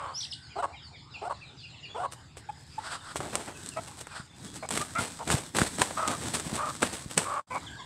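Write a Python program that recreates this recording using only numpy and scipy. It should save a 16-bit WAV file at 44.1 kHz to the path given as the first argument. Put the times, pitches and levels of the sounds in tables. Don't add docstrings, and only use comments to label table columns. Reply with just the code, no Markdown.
import sys
import numpy as np
from scipy import signal
from scipy.fft import rfft, irfft, next_fast_len
from scipy.io import wavfile
from scipy.ndimage import uniform_filter1d, map_coordinates

SR = 44100
rng = np.random.default_rng(int(sys.argv[2]) if len(sys.argv) > 2 else 0)


def int16_out(signal):
    q = np.round(np.clip(np.atleast_2d(signal).T, -1, 1) * 32767)
    wavfile.write(sys.argv[1], SR, q.astype(np.int16))


N = 346185
T = np.arange(N) / SR

# (time [s], low pitch [Hz], delay to the stressed note [s],
# pause before it [s], level [dB], stressed level [dB])
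HEN_CLUCKS = [(.554, 419, .068, 0.011, -33.5, -29.5), (1.213, 431.5, .08, .011, -35.5, -33.5),
              (1.943, 489.6, .085, -0.0077, -35, -32)]
# (time [s], length [s], pitch [Hz], level [dB], roughness [0-1], throat resonance [Hz],
# harsh edge [dB])
HEN_NOTES = [(2.486, 0.023, 842, -36.5, 0.14, 854, 12), (2.777, 0.019, 873, -34, 0.1, 810, 0),
             (3.76, 0.041, 643, -34.5, 0.23, 875, 16), (4.622, .038, 403, -39, 0.88, 740, 14),
             (4.802, 0.033, 600, -36, 0.11, 1250, 2), (4.948, 0.057, 664, -31, 0.52, 1370, 16),
             (5.186, 0.057, 473, -39.5, 0.88, 830, 0), (7.501, .052, 507, -40.5, .4, 1000, 26),
             (7.542, 0.042, 527.6, -36, 0.86, 980, 19.5)]
# (time [s], length [s], start pitch [Hz], level [dB], loss of effort [dB])
HEN_SQUAWKS = [(-.02, 0.17, 597.6, -38.5, 11), (5.966, .2, 662, -32.5, 13), (6.571, 0.148, 599.6, -33, 2.5),
               (7.248, 0.17, 589.6, -33, 1.5)]
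# (frequency [Hz], gain [dB])
THROAT_COLOUR = [(150, -20), (300, 4), (450, 2.5), (800, 2), (1300, -1.5), (1480, -4.5), (1750, -10.5),
                 (2250, -8), (3200, -11), (6000, -19.5), (8400, -16), (12000, -14)]
# (time [s], hold [s], level [dB], treble [dB])
WING_STROKES = [(3.207, 0.071, -44, -16), (3.334, 0.017, -40, -14), (3.396, 0.0039, -44, 0),
                (3.475, 0.0068, -43, -15), (4.71, 0.097, -37.5, 8.5), (4.991, 0.03, -33, 4),
                (5.276, 0.076, -33.5, 2.5), (5.556, 0.067, -31.5, 6), (5.797, 0.018, -32, 3),
                (6.078, 0.036, -36, -2), (6.214, 0.06, -41.5, -1), (6.339, 0.0071, -36, 6),
                (6.449, 0.08, -45, 3.5), (6.54, 0.023, -38.5, 4.5), (6.823, 0.017, -32.5, -1.5),
                (6.931, 0.01, -37.5, 12), (7.176, 0.0054, -32.5, 2), (7.211, .008, -42, -1)]
# (time [s], level [dB])
CLAW_SCRAPES = [(2.122, -43.5), (2.375, -46), (3.162, -34.5), (3.874, -42.5), (3.98, -43.5), (4.005, -41.5),
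                (4.559, -41.5), (5.315, -23.5), (5.666, -38), (6.341, -29.5), (7.105, -38.5)]
# (time [s], level [dB], frequency [Hz], t60 [s])
AIR_THUMPS = [(3.192, -25, 130, 0.039), (3.792, -24, 193, 0.018), (4.198, -25.5, 160, 0.021),
              (5.341, -10, 131.8, 0.044), (5.617, -6.5, 160, 0.018), (6.464, -23, 177, 0.032),
              (6.528, -16.5, 216, 0.026), (6.831, -30, 247, 0.058), (7.06, -16, 133, 0.012),
              (7.173, -19, 169, 0.043)]
# (frequency [Hz], level [dB])
FEATHER_SPECTRUM = [(100, -7), (300, 4.5), (800, 5), (1700, -1.5), (2600, -4), (4000, -5.5), (8000, -16),
                    (15500, -4)]
# (frequency [Hz], level [dB])
AIR_SPECTRUM = [(30, -42), (50, -37), (70, 1.5), (130, 2), (290, 1.5), (500, -13), (1200, -39.5),
                (4000, -89)]
# (time [s], level [dB], body [dB])
TWIG_CRACKS = [(2.37, -32.5, -7), (3.158, -20.5, -5), (3.204, -24, 1), (3.332, -29.5, 2),
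               (3.354, -7.5, -23.5), (3.661, -23, -39), (3.689, -21.5, -53), (4.07, -28, -10.5),
               (4.689, -18, -28), (4.707, -14.5, -18), (4.775, -10.5, -21), (5.302, -10.5, -11),
               (5.549, -20, 0), (5.586, -9.5, -10.5), (5.616, -12.5, -5), (5.785, -17.5, -13),
               (5.817, -7, -16), (5.818, -4.5, -13.5), (5.909, -24, -5), (6.077, -15, -24),
               (6.398, -17, -20), (6.555, -16.5, -29), (6.752, -24.5, -20), (6.829, -9.5, -3.5),
               (7.177, -4, -13.5), (7.179, -5.5, -39), (7.19, -13, -21)]
# (frequency [Hz], gain [dB])
CRACK_COLOUR = [(100, -10), (400, 7), (1200, 4), (2500, 1.5), (4000, -3.5), (8000, -7.5), (15500, -4)]
# (time [s], hold [s], level [dB])
DUCK_HISSES = [(2.857, 0.1, -39.5), (3.067, .055, -43.5), (4.158, 0.049, -42)]
# (frequency [Hz], level [dB])
BILL_SPECTRUM = [(400, -17.5), (700, -5), (1000, -3.5), (1350, 3), (1700, -4), (2300, -16), (3500, -10.5),
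                 (4900, -10), (6300, -25.5), (8200, -24), (15000, -25)]
# (time of the top [s], top pitch [Hz], lead-in [s], warble [s], level [dB])
BIRD_CHIRPS = [(0.199, 5980, .048, 0.054, -31), (0.318, 5260, .001, 0.021, -30.5)]
# (time [s], start pitch [Hz], level [dB])
CHICK_PEEPS = [(0.407, 5320, -53), (.5, 2880, -54), (.725, 2760, -49), (.755, 4260, -52),
               (0.814, 5500, -50), (.934, 2680, -52), (1.103, 5480, -54), (1.136, 3180, -41),
               (1.408, 3000, -46.5), (1.456, 4440, -53), (1.562, 5320, -52.5), (1.627, 3253, -45),
               (1.754, 4630, -57), (1.82, 5300, -53), (1.824, 3290, -42.5)]
# (time [s], length [s], start pitch [Hz], end pitch [Hz], level [dB])
CHICK_CHEEPS = [(1.884, .06, 3270, 3550, -47.5), (3, 0.026, 3750, 3470, -53),
                (3.278, 0.05, 2640, 2680, -56), (3.545, 0.033, 2620, 2480, -51),
                (3.713, 0.034, 2860, 2490, -50), (4.102, .045, 2560, 2370, -53),
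                (4.289, 0.054, 3540, 3510, -59), (4.457, .05, 3150, 3600, -54),
                (7.659, 0.032, 3830, 2930, -45.5), (7.772, 0.0516, 3970, 3030, -51.5)]
# (time [s], length [s], start pitch [Hz], end pitch [Hz], level [dB])
FOWL_CALLS = [(.28, 0.37, 1550, 1525, -61), (2.12, 0.15, 1650, 1584, -64), (3.25, 0.7, 1590, 1517, -60.5),
              (7.64, 0.194, 1605, 1647, -52), (7.78, 0.059, 1073, 944, -46)]
# (time [s], length [s], rustle [dB], thud [dB])
RUSTLES_AND_THUDS = [(2.603, 0.5, -60, -65.5), (3.206, 0.69, -49.5, -52.5), (4.467, .06, -49.5, -47),
                     (4.9, 0.57, -48.5, -52), (5.68, 0.77, -43.5, -47), (6.654, .25, -48, -53),
                     (7.147, 0.14, -51, -56.5), (7.59, 0.074, -58, -55)]
# (frequency [Hz], level [dB])
LEAF_SPECTRUM = [(300, -6.5), (900, 0), (1700, 1.5), (2500, -7.5), (3600, 1), (6000, -4.5), (9000, -10.5),
                 (15500, 4)]
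# (frequency [Hz], level [dB])
YARD_SPECTRUM = [(150, -8.5), (380, -4.5), (570, -10), (850, -1), (1300, -7.5), (2000, -7), (3400, -11.5),
                 (5000, -7), (6000, -24.5), (7100, -17), (8500, -38), (15000, -33)]
# (frequency [Hz], level [dB])
RUMBLE_SPECTRUM = [(25, -41), (45, -22.5), (70, 0.5), (135, 0.5), (200, -10), (330, -15.5), (550, -40),
                   (1300, -77)]
# (frequency [Hz], t60 [s])
FENCE_DECAY = [(200, 0.4), (1200, 0.27), (5000, 0.26), (12000, 0.75)]
# (frequency [Hz], gain [dB])
MIC_RESPONSE = [(5000, -0.5), (6300, 3), (7200, 6.5), (8100, 15), (9500, 4), (12000, -12.5), (15500, -29)]
# (time [s], gain [dB])
CUT_GAIN = [(7.395, 0), (7.415, -15), (7.44, -33), (7.465, -60), (7.475, -8.5), (7.495, -7), (7.51, 3)]


def syllable(length, start_hz, end_hz, rough, throat_hz, fade_db=0, harsh_db=0, scoop=0,
             throat_width_hz=330, ramp_s=0.014):
    n = int(length * SR)
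    t = np.arange(n) / SR
    glide = np.linspace(start_hz, end_hz, n) * (1 - scoop * np.exp(-t / 0.012))
    jitter = 1 + 0.0784 * rough * wobble(345, n)
    phase = 2 * np.pi * np.cumsum(glide * jitter) / SR
    pulses = unit(np.cos(np.arange(1, 21)[:, None] * phase).sum(0))
    puffs = unit(rng.standard_normal(n) * (1 + np.cos(phase)))
    flutter = amp(2 * rough * wobble(150, n))
    source = (np.sqrt(1 - rough) * pulses + np.sqrt(rough) * puffs) * flutter
    ramp = np.clip(np.minimum(t, length - t) / ramp_s, 0, 1)
    swell = np.sin(np.pi / 2 * ramp) * amp(-fade_db * t / length)

    def throat_db(hz):
        detuning = (hz - throat_hz ** 2 / (hz + 1)) / throat_width_hz
        harsh_edge = harsh_db / (1 + ((hz - 2280) / 180) ** 2)
        return along(THROAT_COLOUR, hz) - 10 * np.log10(1 + detuning ** 2) + harsh_edge
    return unit(coloured(np.pad(source * swell, (0, 512)), throat_db))


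def hen_clucks(break_s=0.034, overlap_s=0.012, high_hz=703, stress_hz=556.7, rise=0.077, drop=0.0766):
    out = np.zeros(N)
    for s, hz, delay_s, pause_s, db, stress_db in HEN_CLUCKS:
        low = syllable(break_s + overlap_s, hz * (1 - rise), hz * (1 + rise),
                       rough=0.47, throat_hz=720, scoop=0.2)
        high_s = delay_s - break_s + overlap_s - pause_s
        high = syllable(high_s, high_hz * (1 - rise), high_hz * (1 + rise),
                        rough=0.34, throat_hz=900, harsh_db=-15)
        stressed = syllable(0.0397, stress_hz * (1 + drop), stress_hz * (1 - drop),
                            rough=0.663, throat_hz=977, harsh_db=-12, ramp_s=0.011)
        add(out, s, amp(db - 3) * low)
        add(out, s + break_s - overlap_s / 2, amp(db) * high)
        add(out, s + delay_s, amp(stress_db) * stressed)
    return out


def hen_notes(rise=0.026):
    out = np.zeros(N)
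    for s, length, hz, db, rough, throat_hz, harsh_db in HEN_NOTES:
        note = syllable(length, hz * (1 - rise), hz * (1 + rise), rough, throat_hz, harsh_db=harsh_db)
        add(out, s, amp(db) * note)
    return out


def hen_squawks(sag_hz_per_db=6.5):
    out = np.zeros(N)
    for s, length, hz, db, fade_db in HEN_SQUAWKS:
        end_hz = hz - sag_hz_per_db * fade_db
        rasp = syllable(length, hz, end_hz, rough=0.692, throat_hz=hz + end_hz, fade_db=fade_db,
                        scoop=0.1005, throat_width_hz=350, ramp_s=0.018)
        add(out, s, amp(db) * rasp)
    return out


def wings(lead_s=0.06):
    out, n = np.zeros(N), SR // 3
    t = np.arange(n) / SR
    for s, hold, db, treble_db in WING_STROKES:
        feathers = held(t - lead_s, rise=0.012, hold=hold, t60=0.28) * swish(n, treble_db)
        buffet = held(t - lead_s, rise=0.021, hold=hold, t60=0.091) * noise(n, AIR_SPECTRUM)
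        add(out, s - lead_s, amp(db + 2.5) * (feathers + amp(-5) * buffet))
    for s, db in CLAW_SCRAPES:
        scrape = held(t - lead_s, rise=0.011, hold=0.0091, t60=0.08) * swish(n, treble_db=12)
        add(out, s - lead_s, amp(db) * scrape)
    for s, db, hz, t60 in AIR_THUMPS:
        envelope = amp(db - 60 * t / t60) * (1 - np.exp(-t / 0.001))
        add(out, s, envelope * np.sin(2 * np.pi * hz * t))
    return signal.sosfilt(signal.butter(3, 55, "highpass", fs=SR, output="sos"), out)


def swish(size, treble_db, flutter_db=2):
    tilt = [(1000, 0.13), (5000, 0.75)]  # (frequency [Hz], share of the treble gain [0-1])
    spectrum = [(hz, db + treble_db * along(tilt, hz)) for hz, db in FEATHER_SPECTRUM]
    rush = shaped(grains(size, rate=1000, spread_db=4, share=0.61), spectrum)
    return rush * amp(flutter_db * wobble(163.6, size))


def cracks(splinter_db=-19, splinter_t60=0.026):
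    out, t = np.zeros(N), np.arange(SR // 16) / SR
    body_tilt = [(1500, 0.84), (4000, 0.061)]  # (frequency [Hz], weight [0-1])
    for s, db, body_db in TWIG_CRACKS:
        burst = amp(splinter_db - 60 * t / splinter_t60) * rng.standard_normal(len(t))
        burst[0] = 1
        body = 0.96 * (body_db + 20)
        crack = coloured(burst, lambda hz: along(CRACK_COLOUR, hz) + body * along(body_tilt, hz))
        add(out, s + 0.0005, amp(db + 4) * crack / np.abs(crack).max())
    return out


def duck():
    breath = sum(amp(db) * held(T - s, rise=0.1, hold=hold, t60=0.078) for s, hold, db in DUCK_HISSES)
    return breath * amp(2 * wobble(62, N)) * noise(N, BILL_SPECTRUM)


def songbird(climb_hz_per_s=18000, sink_hz_per_s=20000, warbles_per_s=43, warble_hz=1075):
    out, margin_s, echo_s = np.zeros(N), 0.036, 0.017
    for s, top_hz, lead_s, warble_s, db in BIRD_CHIRPS:
        t = np.arange(-lead_s - margin_s, warble_s + margin_s, 1 / SR)
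        fall = sink_hz_per_s * t + warble_hz * (1 - np.cos(2 * np.pi * warbles_per_s * t))
        pitch = top_hz + 110 * wobble(502, len(t)) + np.where(t < 0, climb_hz_per_s * t, -fall)
        envelope = held(t + lead_s, rise=0.014, hold=lead_s + warble_s, t60=0.026)
        note = amp(db - 4) * envelope * tone(pitch, overtone_db=-23)
        add(out, s + t[0], note)
        add(out, s + t[0] + echo_s, amp(-8) * note)
    return out


def chicks(brood_db=-58, brood_s=2.1, fall_ratio=0.72):
    brood = [(brood_s * when, 3000 + 2300 * high, brood_db + 4 * loud)
             for when, high, loud in rng.random(size=(24, 3))]
    rows = [(s, 0.042 * (hz / 3060) ** 1.2, hz, hz * fall_ratio, db) for s, hz, db in CHICK_PEEPS + brood]
    peeps = whistles(rows, waver=0.023, overtone_db=-33, hook=0.3)
    return peeps + whistles(CHICK_CHEEPS, waver=0.012, overtone_db=-23)


def far_fowl():
    return whistles(FOWL_CALLS, waver=0.045, overtone_db=-12)


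def whistles(rows, waver, overtone_db, hook=0, hook_s=0.0049):
    out = np.zeros(N)
    for s, length, start_hz, end_hz, db in rows:
        n = int(length * SR)
        glide = np.geomspace(start_hz, end_hz, n) * (1 - hook * np.exp(-np.arange(n) / SR / hook_s))
        pitch = glide * (1 + waver * wobble(250.5, n))
        swell = np.sin(np.linspace(0, np.pi, n))
        add(out, s, amp(db - 3.5) * unit(swell * tone(pitch, overtone_db)))
    return out


def feet_and_handling():
    bouts = np.array([held(T - s, rise=0.17, hold=length, t60=1) for s, length, *_ in RUSTLES_AND_THUDS])
    gains = amp(np.array(RUSTLES_AND_THUDS)[:, 2:]).T
    rustle, thud = gains @ bouts * amp(2.6 * wobble(25, N))
    leaves = shaped(grains(N, rate=300, spread_db=7.5, share=0.35), LEAF_SPECTRUM)
    return rustle * leaves + thud * noise(N, AIR_SPECTRUM)


def yard(murmur_db=-56, rumble_db=-54):
    murmur = amp(murmur_db + wobble(11, N)) * shaped(patchy(N, depth_db=5), YARD_SPECTRUM)
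    return murmur + amp(rumble_db) * noise(N, RUMBLE_SPECTRUM)


def fence(x):
    hz, t, bands = signal.stft(rng.standard_normal(SR // 2), SR, nperseg=256)
    decay = amp(-60 * t / along(FENCE_DECAY, hz)[:, None])
    tail = signal.istft(bands * decay, SR, nperseg=256)[1]
    return signal.fftconvolve(x, np.pad(tail / np.linalg.norm(tail), (300, 0)))[:N]


def amp(db):
    return np.exp(np.asarray(db) * np.log(10) / 20)


def unit(x):
    return x / np.sqrt(np.mean(x ** 2) + 1e-20)


def along(points, hz):
    freqs, values = np.transpose(points)
    return np.interp(np.log(hz + 1), np.log(freqs + 1), values)


def add(track, s, x):
    start = round(s * SR)
    x, start = x[max(-start, 0):], max(start, 0)
    track[start:start + len(x)] += x[:max(N - start, 0)]


def held(t, rise, hold, t60):
    return amp(np.minimum(0, np.minimum(20 * t / rise, -60 * (t - hold) / t60)))


def wobble(rate, size):
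    knots = rng.standard_normal(4096)
    return map_coordinates(knots, [np.arange(size) * rate / SR], mode="wrap")


def tone(pitch, overtone_db):
    phase = 2 * np.pi * np.cumsum(pitch) / SR
    return np.sin(phase) + amp(overtone_db) * np.sin(2 * phase)


def coloured(x, gain_db):
    m = 2 * next_fast_len(len(x) // 2 + 2048)
    gain = amp(gain_db(np.fft.rfftfreq(m, 1 / SR)))
    cepstrum = irfft(np.log(gain + 1e-6))
    cepstrum[1:m // 2] *= 2
    cepstrum[m // 2 + 1:] = 0
    return irfft(rfft(x, m) * np.exp(rfft(cepstrum)))[:len(x)]


def shaped(x, spectrum):
    filtered = coloured(x, lambda hz: along(spectrum, hz))
    hz = np.linspace(0, SR / 2, 2048)
    power = amp(along(spectrum, hz)) ** 2
    mic_power = power * amp(along(MIC_RESPONSE, hz)) ** 2
    return unit(filtered) * np.sqrt(power.sum() / mic_power.sum())


def noise(size, spectrum):
    return shaped(rng.standard_normal(size), spectrum)


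def grains(size, rate, spread_db, share):
    ticks = (rng.random(size) < rate / SR) * rng.choice([-1, 1], size)
    strength = amp(spread_db * np.minimum(rng.exponential(size=size), 3))
    return np.sqrt(share) * unit(ticks * strength) + np.sqrt(1 - share) * rng.standard_normal(size)


def patchy(size, depth_db):
    bands = signal.stft(rng.standard_normal(size), nperseg=512)[2]
    drift = uniform_filter1d(rng.standard_normal(bands.shape), size=5, axis=0)
    drift = uniform_filter1d(drift, size=14, axis=1)
    return signal.istft(bands * amp(depth_db * unit(drift)), nperseg=512)[1][:size]


def scene():
    near = hen_clucks() + hen_notes() + hen_squawks() + duck() + wings() + cracks()
    chirps = songbird()
    far = chicks() + far_fowl()
    echo = fence(amp(-13.5) * near + amp(-5.5) * chirps + amp(0.5) * far)
    return (near + chirps + far + echo + feet_and_handling() + yard())[None]


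def record(dry):
    m, top_hz = next_fast_len(N + SR // 4), 15700
    cut = amp(np.interp(T, *np.transpose(CUT_GAIN)))
    heard = coloured(dry[0], lambda hz: along(MIC_RESPONSE, hz)) * cut
    passband = np.fft.rfftfreq(m, 1 / SR) < top_hz
    return irfft(rfft(heard, m) * passband, m)[None, :N]


dry = scene()
out = record(dry)
int16_out(out)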